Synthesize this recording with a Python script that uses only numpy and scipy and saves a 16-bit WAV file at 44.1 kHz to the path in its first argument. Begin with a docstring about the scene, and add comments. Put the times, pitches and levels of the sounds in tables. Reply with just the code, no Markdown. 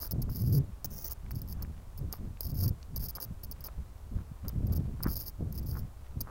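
"""Hiker on a dry trail

A dry forest trail, heard at a hand-held camera's microphone: the hand and the moving air are close, the trees faint.
The grip jerks and slides: noise bunched by tiny slips rings in the case. Boots and a few extra crunches are
coloured grains under a swelling weight; twigs are cracks that excite short knocks; loose needles are sparse ticks.
Moving air is turbulence built from pressure pushes, with low fluttering tones; jolts are single pressure pulses."""
import sys
import numpy as np
from scipy import signal
from scipy.fft import rfft, irfft, next_fast_len
from scipy.io import wavfile
from scipy.ndimage import uniform_filter1d

SR = 44100
rng = np.random.default_rng(int(sys.argv[2]) if len(sys.argv) > 2 else 0)


def to_wav(sig):
    """Store sig (one row per channel, or 1-D mono) as 16-bit WAV at the path in sys.argv[1].

    Samples outside -1..1 are clipped; the rate is SR.
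    """
    pcm = np.clip(np.atleast_2d(sig), -1, 1) * 32767
    pcm = np.round(pcm).astype(np.int16)
    wavfile.write(sys.argv[1], SR, pcm.T)  # frames by channels


N = 277943  # length [samples]
TIME = np.arange(N) / SR  # [s]


def amp(db):
    """Decibels to gain."""
    return 10 ** (np.asarray(db) / 20)


def unit(x):
    """Scales to rms 1."""
    return x / np.sqrt(np.mean(x ** 2) + 1e-20)


def add(mix, s, sound):
    """Mixes a sound in at time s [s]."""
    start = max(round(s * SR), 0)
    part = mix[start:][:len(sound)]
    part += sound[:len(part)]


def colour(x, points):
    """Minimum-phase (causal) filter with the given spectrum; the result has rms 1."""
    hz, db = np.transpose(points)
    size = next_fast_len(N + 8192)
    bins_hz = abs(np.fft.fftfreq(size, 1 / SR))
    log_gain = np.log(amp(np.interp(np.log(bins_hz + 1), np.log(hz), db)))
    response = np.exp(np.conj(signal.hilbert(log_gain)))  # the phase follows from the log gain
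    spectrum = rfft(x, size) * response[:size // 2 + 1]
    return unit(irfft(spectrum, size)[:N])


def wander(rate_hz):
    """Smooth random motion of rms 1, up to about the given rate."""
    hz = np.fft.rfftfreq(N, 1 / SR)
    smoothing = np.exp(-(hz / rate_hz) ** 2)
    return unit(irfft(rfft(rng.standard_normal(N)) * smoothing, N))


def grains(per_s, spread):
    """Sparse clicks of uneven size and random sign, rms 1; spread [dB] sets the unevenness."""
    size_db = spread * np.minimum(rng.exponential(1, N), 4)
    size = amp(size_db) * rng.choice([-1, 1], N)
    return unit(size * (rng.random(N) < per_s / SR))


def steady(x, window):
    """Evens the strength of x over spans longer than the window [s]."""
    count = int(window * SR)
    power = uniform_filter1d(uniform_filter1d(x ** 2, count), count)
    return x / np.sqrt(power + 1e-9)


def swell(growing, easing, db, depth_db, rise, fall):
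    """Level of one push: it sets in, grows evenly in dB to its crest, eases off and lets go."""
    length = growing + easing
    t = np.arange(0, length + 8 * fall, 1 / SR)
    level = amp(db + np.interp(t, [0, growing, length], [-depth_db, 0, -depth_db]))
    onset = 1 - np.exp(-t / rise)
    release = np.exp(-np.maximum(t - length, 0) / fall)
    return level * onset * release


# colour of the air among the trees: (frequency [Hz], relative density [dB])
FOREST_COLOUR = [(100, -17.5), (250, -4), (1090, -8.5), (1800, -18.5), (3200, -22.5), (15500, -24.5)]
FOREST_DB = -61.5  # rms level [dB]


def forest():
    """A faint, steady wash of air among the trees, as coloured noise."""
    return amp(FOREST_DB) * colour(rng.standard_normal(N), FOREST_COLOUR)


# colour of loose needles settling: (frequency [Hz], relative density [dB])
DEBRIS_COLOUR = [(400, -9.5), (1700, -4.5), (9000, -25)]


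def debris():
    """Loose needles and crumbs tick faintly, in small clusters of coloured grains."""
    clusters = amp(5.2 * wander(6))
    ticks = grains(per_s=160, spread=1.2) * clusters
    return amp(-75) * colour(ticks, DEBRIS_COLOUR)


def eddies(points, window):
    """Turbulence as a train of uneven pressure pushes."""
    pushes = grains(per_s=400, spread=3)
    return steady(colour(pushes, points), window)


# air swells at the microphone as the arm swings:
# (start [s], growing [s], easing [s], level at the crest [dB])
GUSTS = [(0.108, 0.02, 0.2, -30.5), (0.346, 0.27, 0.03, -31.5), (.84, 0.022, 0.11, -41.5),
         (1.233, 0.12, 0.11, -38.5), (1.428, 0.28, 0.015, -40), (1.985, 0.038, 0.065, -34.5),
         (2.187, 0.055, 0.072, -37), (2.444, 0.25, 0.033, -32.5), (2.895, 0.11, 0.082, -40.5),
         (3.248, 0.068, 0.023, -43.5), (3.433, 0.074, 0.012, -44.5), (3.774, 0.011, 0.036, -37.5),
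         (4.109, 0.039, 0.068, -36), (4.432, 0.04, 0.014, -35.5), (4.53, 0.27, .035, -30),
         (4.848, 0.053, 0.051, -34), (4.992, 0.092, .1, -36), (5.388, 0.039, 0.08, -32.5),
         (5.508, 0.19, 0.16, -35), (6.155, 0.015, 0.061, -37)]
# colours of weak, strong and deep moving air: (frequency [Hz], relative density [dB])
SOFT_AIR = [(30, -15.5), (70, 4.5), (110, 0.5), (200, -6.5), (2000, -81.5)]
HARD_AIR = [(30, -10), (70, 2), (130, 3), (200, -6.5), (700, -31), (3000, -84.5)]
DEEP_AIR = [(8, -5), (65, -2), (130, -16.5), (400, -64.5)]
GUST_DEPTH_DB = 7  # growth starts and easing ends this far under the crest [dB]
WAKE_DB, WAKE_S = -10, 0.044  # stirred air after each gust: relative level [dB], decay [s]
HARD_FROM_DB = -34.5  # from this flow level [dB] up, the colour is fully hard


def air():
    """Turbulence at the microphone port brightens as it grows; a deep sway of pressure follows it loosely."""
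    flow = np.zeros(N)
    for s, growing, easing, db in GUSTS:
        add(flow, s, swell(growing, easing, db, GUST_DEPTH_DB, rise=0.0027, fall=0.0095))
    keep = np.exp(-1 / (WAKE_S * SR))
    wake = amp(WAKE_DB) * signal.lfilter([1 - keep], [1, -keep], flow)
    flow = np.maximum(flow, wake)

    hard = np.clip(flow / amp(HARD_FROM_DB), 0, 1)
    soft_eddies = eddies(SOFT_AIR, window=0.055)
    hard_eddies = eddies(HARD_AIR, window=0.07)
    buffet = np.sqrt(1 - hard) * soft_eddies + np.sqrt(hard) * hard_eddies

    slow_flow = uniform_filter1d(flow, size=4000)  # averaged over about 0.09 s
    sway = amp(-46.0) + amp(-5.5) * np.minimum(slow_flow, amp(-42.0))
    lumps = amp(-63.0 + 6.5 * wander(27))  # small puffs, also between the gusts
    return (flow + lumps) * buffet + sway * eddies(DEEP_AIR, window=0.6)


# the hand slides along the case, pressing harder, then easing:
# (start [s], growing [s], easing [s], level at the crest [dB])
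SLIDES = [(.001, 0.03, 0.045, -35), (.315, 0.054, 0.071, -38), (0.447, 0.019, 0.073, -42.5),
          (.525, .025, 0.036, -35), (0.904, 0.085, 0.047, -37.5), (1.041, 0.0092, 0.038, -32.5),
          (1.097, 0.025, .012, -37), (1.347, .004, 0.047, -45), (1.477, 0.053, 0.0061, -41.5),
          (2.136, .0035, 0.034, -49), (2.415, 0.036, .068, -41.5), (2.542, 0.063, .006, -40.5),
          (2.605, 0.037, 0.022, -33), (2.995, 0.068, 0.008, -37), (3.202, 0.039, 0.0079, -32),
          (3.64, 0.0066, .03, -36.5), (4.75, 0.016, .011, -37.5), (5.082, 0.052, 0.011, -36),
          (5.154, .014, 0.018, -34.5), (5.189, 0.0075, 0.052, -36), (5.255, 0.022, 0.023, -37),
          (5.543, 0.021, .005, -45), (5.659, 0.017, 0.067, -42.5), (5.74, 0.049, 0.019, -47)]
# the grip slips with a short jerk: (time [s], length [s], level at the bite [dB])
JERKS = [(.110, 0.017, -29.5), (0.218, 0.01, -31.5), (0.296, 0.015, -44), (0.845, .015, -27),
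         (1.308, 0.012, -37.5), (1.417, .007, -37), (1.623, 0.0088, -33.5), (1.976, .015, -41),
         (2.125, 0.0085, -28.5), (2.407, 0.0053, -26), (2.678, 0.015, -33), (2.96, 0.018, -31),
         (3.085, .024, -34.5), (3.152, .019, -33.5), (3.249, .002, -37), (3.433, .019, -37),
         (3.513, 0.013, -35), (3.606, 0.012, -45.5), (4.482, 0.012, -34), (4.668, 0.0089, -43),
         (4.722, 0.017, -37), (5.0277, 0.014, -28), (5.07, .003, -34), (5.524, 0.0065, -38),
         (5.577, .019, -38), (5.628, 0.0099, -48), (6.2061, 0.011, -24)]
# colours of the case, the case gripped tightly, and the dull rubbing:
# (frequency [Hz], relative density [dB])
CASE_RING = [(3300, -31.5), (4000, -21), (4700, -2.5), (5300, -1.5), (5900, -11.5), (6500, -8.5),
             (7300, -22.5), (8400, -29), (9500, -13), (11500, -4), (12900, 3.5), (14100, -1.5), (15100, -1),
             (15700, 2.5)]
TIGHT_CASE_RING = [(3900, -30.5), (5300, -6), (6400, -4.5), (8000, -25), (9300, -11), (12800, -12),
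                   (15200, 3.5)]
DULL_RUB = [(500, 4), (1300, -9), (4500, -27), (16000, -13)]
TIGHT_AT, TIGHT_FOR = 0.94, 0.23  # the grip tightens, the hiss moves up: centre [s], 1/e half width [s]
SLIDE_DEPTH_DB, JERK_DROP_DB = 8.5, 7  # slide ends under the crest [dB]; a jerk's easing [dB]
DRAG_DB = 2.5  # skin drags unevenly: rms of the level wander [dB]
SLIPS_PER_S, SLIP_S = 650, 0.0006  # rate of single slips [1/s], decay of each [s]
SMOOTH_DRAG = 0.62  # even rubbing between slips, relative to the rms of the bursts


def grip():
    """Tiny slips crackle in sharp, uneven bursts and ring the case; a dull part passes straight through."""
    sliding, jerking = np.zeros(N), np.zeros(N)
    for s, growing, easing, db in SLIDES:
        add(sliding, s, swell(growing, easing, db, SLIDE_DEPTH_DB, rise=0.00013, fall=0.0025))
    for s, length, db in JERKS:
        add(jerking, s, swell(0, length, db, JERK_DROP_DB, rise=0.00034, fall=0.0022))
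    pressure = jerking + sliding * amp(DRAG_DB * wander(75))

    slip_decay = np.exp(-1 / (SLIP_S * SR))
    bursts = signal.lfilter([1], [1, -slip_decay], abs(grains(per_s=SLIPS_PER_S, spread=1.8)))
    bunching = steady(SMOOTH_DRAG + unit(bursts), window=.008)
    slips = bunching * rng.standard_normal(N)

    tight = np.exp(-((TIME - TIGHT_AT) / TIGHT_FOR) ** 4)
    loose_ring = np.sqrt(1 - tight) * colour(slips, CASE_RING)
    tight_ring = np.sqrt(tight) * colour(slips, TIGHT_CASE_RING)
    dull = colour(rng.standard_normal(N) * bunching, DULL_RUB)
    return pressure * (loose_ring + tight_ring + amp(-17.5) * dull)


# crunches on the ground: soles rolling about twice a second, with a few extra crunches between
# (time at full weight [s], level [dB], share of grit [0-1])
CRUNCHES = [(0.039, -51, 0.58), (1.088, -50.5, 0), (1.611, -55, 0.53), (2.134, -51, 0.1), (2.655, -58, 0.4),
            (3.183, -52, 0.5), (3.662, -51, 0.1), (4.19, -61, 1), (4.468, -52.5, 0.13), (4.73, -54.5, 0.27),
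            (5.059, -45, 0.67), (5.765, -52, 1), (6.285, -51, 0.9)]
# colours of fine dirt and of small stones on the ground: (frequency [Hz], relative density [dB])
DIRT_COLOUR = [(200, -16.5), (500, 2.5), (800, -4.5), (1300, -3), (1750, -16), (2500, -15.5), (8000, -34)]
GRIT_COLOUR = [(300, -3), (700, -5.5), (1150, 1.5), (1600, -5), (3200, -39), (8000, -39)]
LOAD_S, UNLOAD_S = 0.018, 0.022  # weight coming on and going off: time from half to full [s]
ROLL_SHAPE = 2.15  # a higher shape is squarer


def ground():
    """Fine dirt crushes and coarser grit crunches, muffled, as weight comes on and goes off."""
    on_dirt, on_grit = np.zeros(N), np.zeros(N)
    for s, db, share in CRUNCHES:
        half_time = np.where(TIME < s, LOAD_S, UNLOAD_S)
        weight = amp(db) / (1 + (abs(TIME - s) / half_time) ** ROLL_SHAPE)
        share = np.clip(share, 0, 1)
        on_dirt += np.sqrt(1 - share) * weight
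        on_grit += np.sqrt(share) * weight
    dirt_grains = grains(per_s=1700, spread=3.4) * amp(10.0 * wander(52))
    crush = steady(colour(dirt_grains, DIRT_COLOUR), window=0.073)
    crunch = steady(colour(grains(per_s=700, spread=4.9), GRIT_COLOUR), window=0.043)
    return on_dirt * crush + on_grit * crunch


# needles and twigs breaking underfoot: (time [s], peak level [dB], knock pitch [Hz])
SNAPS = [(.192, -39, 550), (.292, -39, 1020), (1.263, -45.5, 1900), (1.649, -43.5, 1700),
         (2.372, -44.5, 2600), (2.829, -38, 4100), (3.1835, -32.5, 1040), (3.666, -45, 1070),
         (5.005, -37.5, 1080), (5.042, -38, 1490), (5.0665, -28.5, 1080), (5.074, -31, 1110),
         (5.754, -40, 1290), (6.2723, -35, 990)]


def twigs():
    """Each break is a crack and a quick run of smaller splinters, all knocking briefly against the soil."""
    out, t = np.zeros(N), np.arange(1500) / SR
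    for s, db, hz in SNAPS:
        cycles = hz * t
        knock = np.sin(2 * np.pi * cycles) * cycles ** 3 * np.exp(-cycles / .22)
        splinters = rng.random(len(t)) < 2000 / SR
        cracks = splinters * rng.uniform(-.7, .7, len(t)) * np.exp(-t / .002)
        cracks[0] = 1  # the first, full crack
        snap = signal.fftconvolve(cracks, knock)
        add(out, s, amp(db) * snap / abs(snap).max())
    return out


# jolts that reach the microphone:
# (time [s], level of the narrow push before its rebound is taken off [dB], its 1/e half width [s])
THUMPS = [(.243, -22.5, 0.0093), (1.3098, -29, 0.00016), (1.312, -30, 0.0036), (1.368, -19.5, 0.0022),
          (2.709, -14.5, 0.0029), (3.313, -24.5, 0.0019), (3.784, -30.5, 0.0016), (4.165, -18, 0.0043),
          (4.318, -25, .002), (4.582, -17.5, .0026), (4.648, -16.5, 0.0023), (4.711, -18.5, 0.0044),
          (5.064, -12, 0.0011), (5.082, -20, 0.0045), (5.409, -26.5, .00061), (5.716, -25, 0.0016),
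          (5.837, -21, 0.0026), (6.174, -19.5, 0.0026)]


def jolts():
    """A push of pressure with a rebound on either side: a narrow pulse less a wider, weaker one."""
    out = np.zeros(N)
    for s, db, width in THUMPS:
        u = (TIME - s) / width
        near = abs(u) < 8
        push = np.exp(-u[near] ** 2)
        rebound = .5 * np.exp(-(u[near] / 2) ** 2)
        out[near] -= amp(db) * (push - rebound)
    return out


# gusts that flutter at a pitch, one list of points each:
# (time [s], pitch before wobble [Hz], rms level of the fundamental [dB])
FLUTTERS = [
    [(.4, 98.5, -30), (.495, 144.1, -30), (.52, 90.8, -25.5), (.55, 155.7, -25.5), (.59, 136, -22.5),
     (.622, 117, -29)],
    [(2.565, 85, -39), (2.62, 106.6, -31), (2.65, 90.9, -33), (2.69, 153, -27)],
]


def flutter():
    """Eddies shed almost regularly: a wobbling low tone with weak overtones."""
    out, wobble = np.zeros(N), wander(73)
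    for rows in FLUTTERS:
        s, hz, db = np.transpose(rows)
        on = (TIME > s[0]) & (TIME < s[-1])
        pitch = np.interp(TIME[on], s, hz) * (1 + 0.074 * wobble[on])
        phase = 2 * np.pi * np.cumsum(pitch) / SR
        tone = np.sin(phase) + amp(-18.5) * np.sin(2 * phase) + amp(-23.5) * np.sin(3 * phase)
        level = amp(np.interp(TIME[on], s, db))
        fade = signal.windows.tukey(on.sum(), .12)
        out[on] += np.sqrt(2) * tone * level * fade
    return out


def scene():
    """Everything, heard at the hand-held microphone."""
    surroundings = forest() + debris() + air()
    handling_and_steps = grip() + ground() + twigs() + jolts() + flutter()
    return (surroundings + handling_and_steps)[None]


EDGE_HZ = 15900  # upper band edge [Hz]


def record(dry):
    """The recorder's band limit, a linear-phase low-pass."""
    low_pass = signal.firwin(401, EDGE_HZ, window=("kaiser", 8), fs=SR)
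    return signal.oaconvolve(dry, low_pass[None], "same")


dry = scene()
out = record(dry)
to_wav(out)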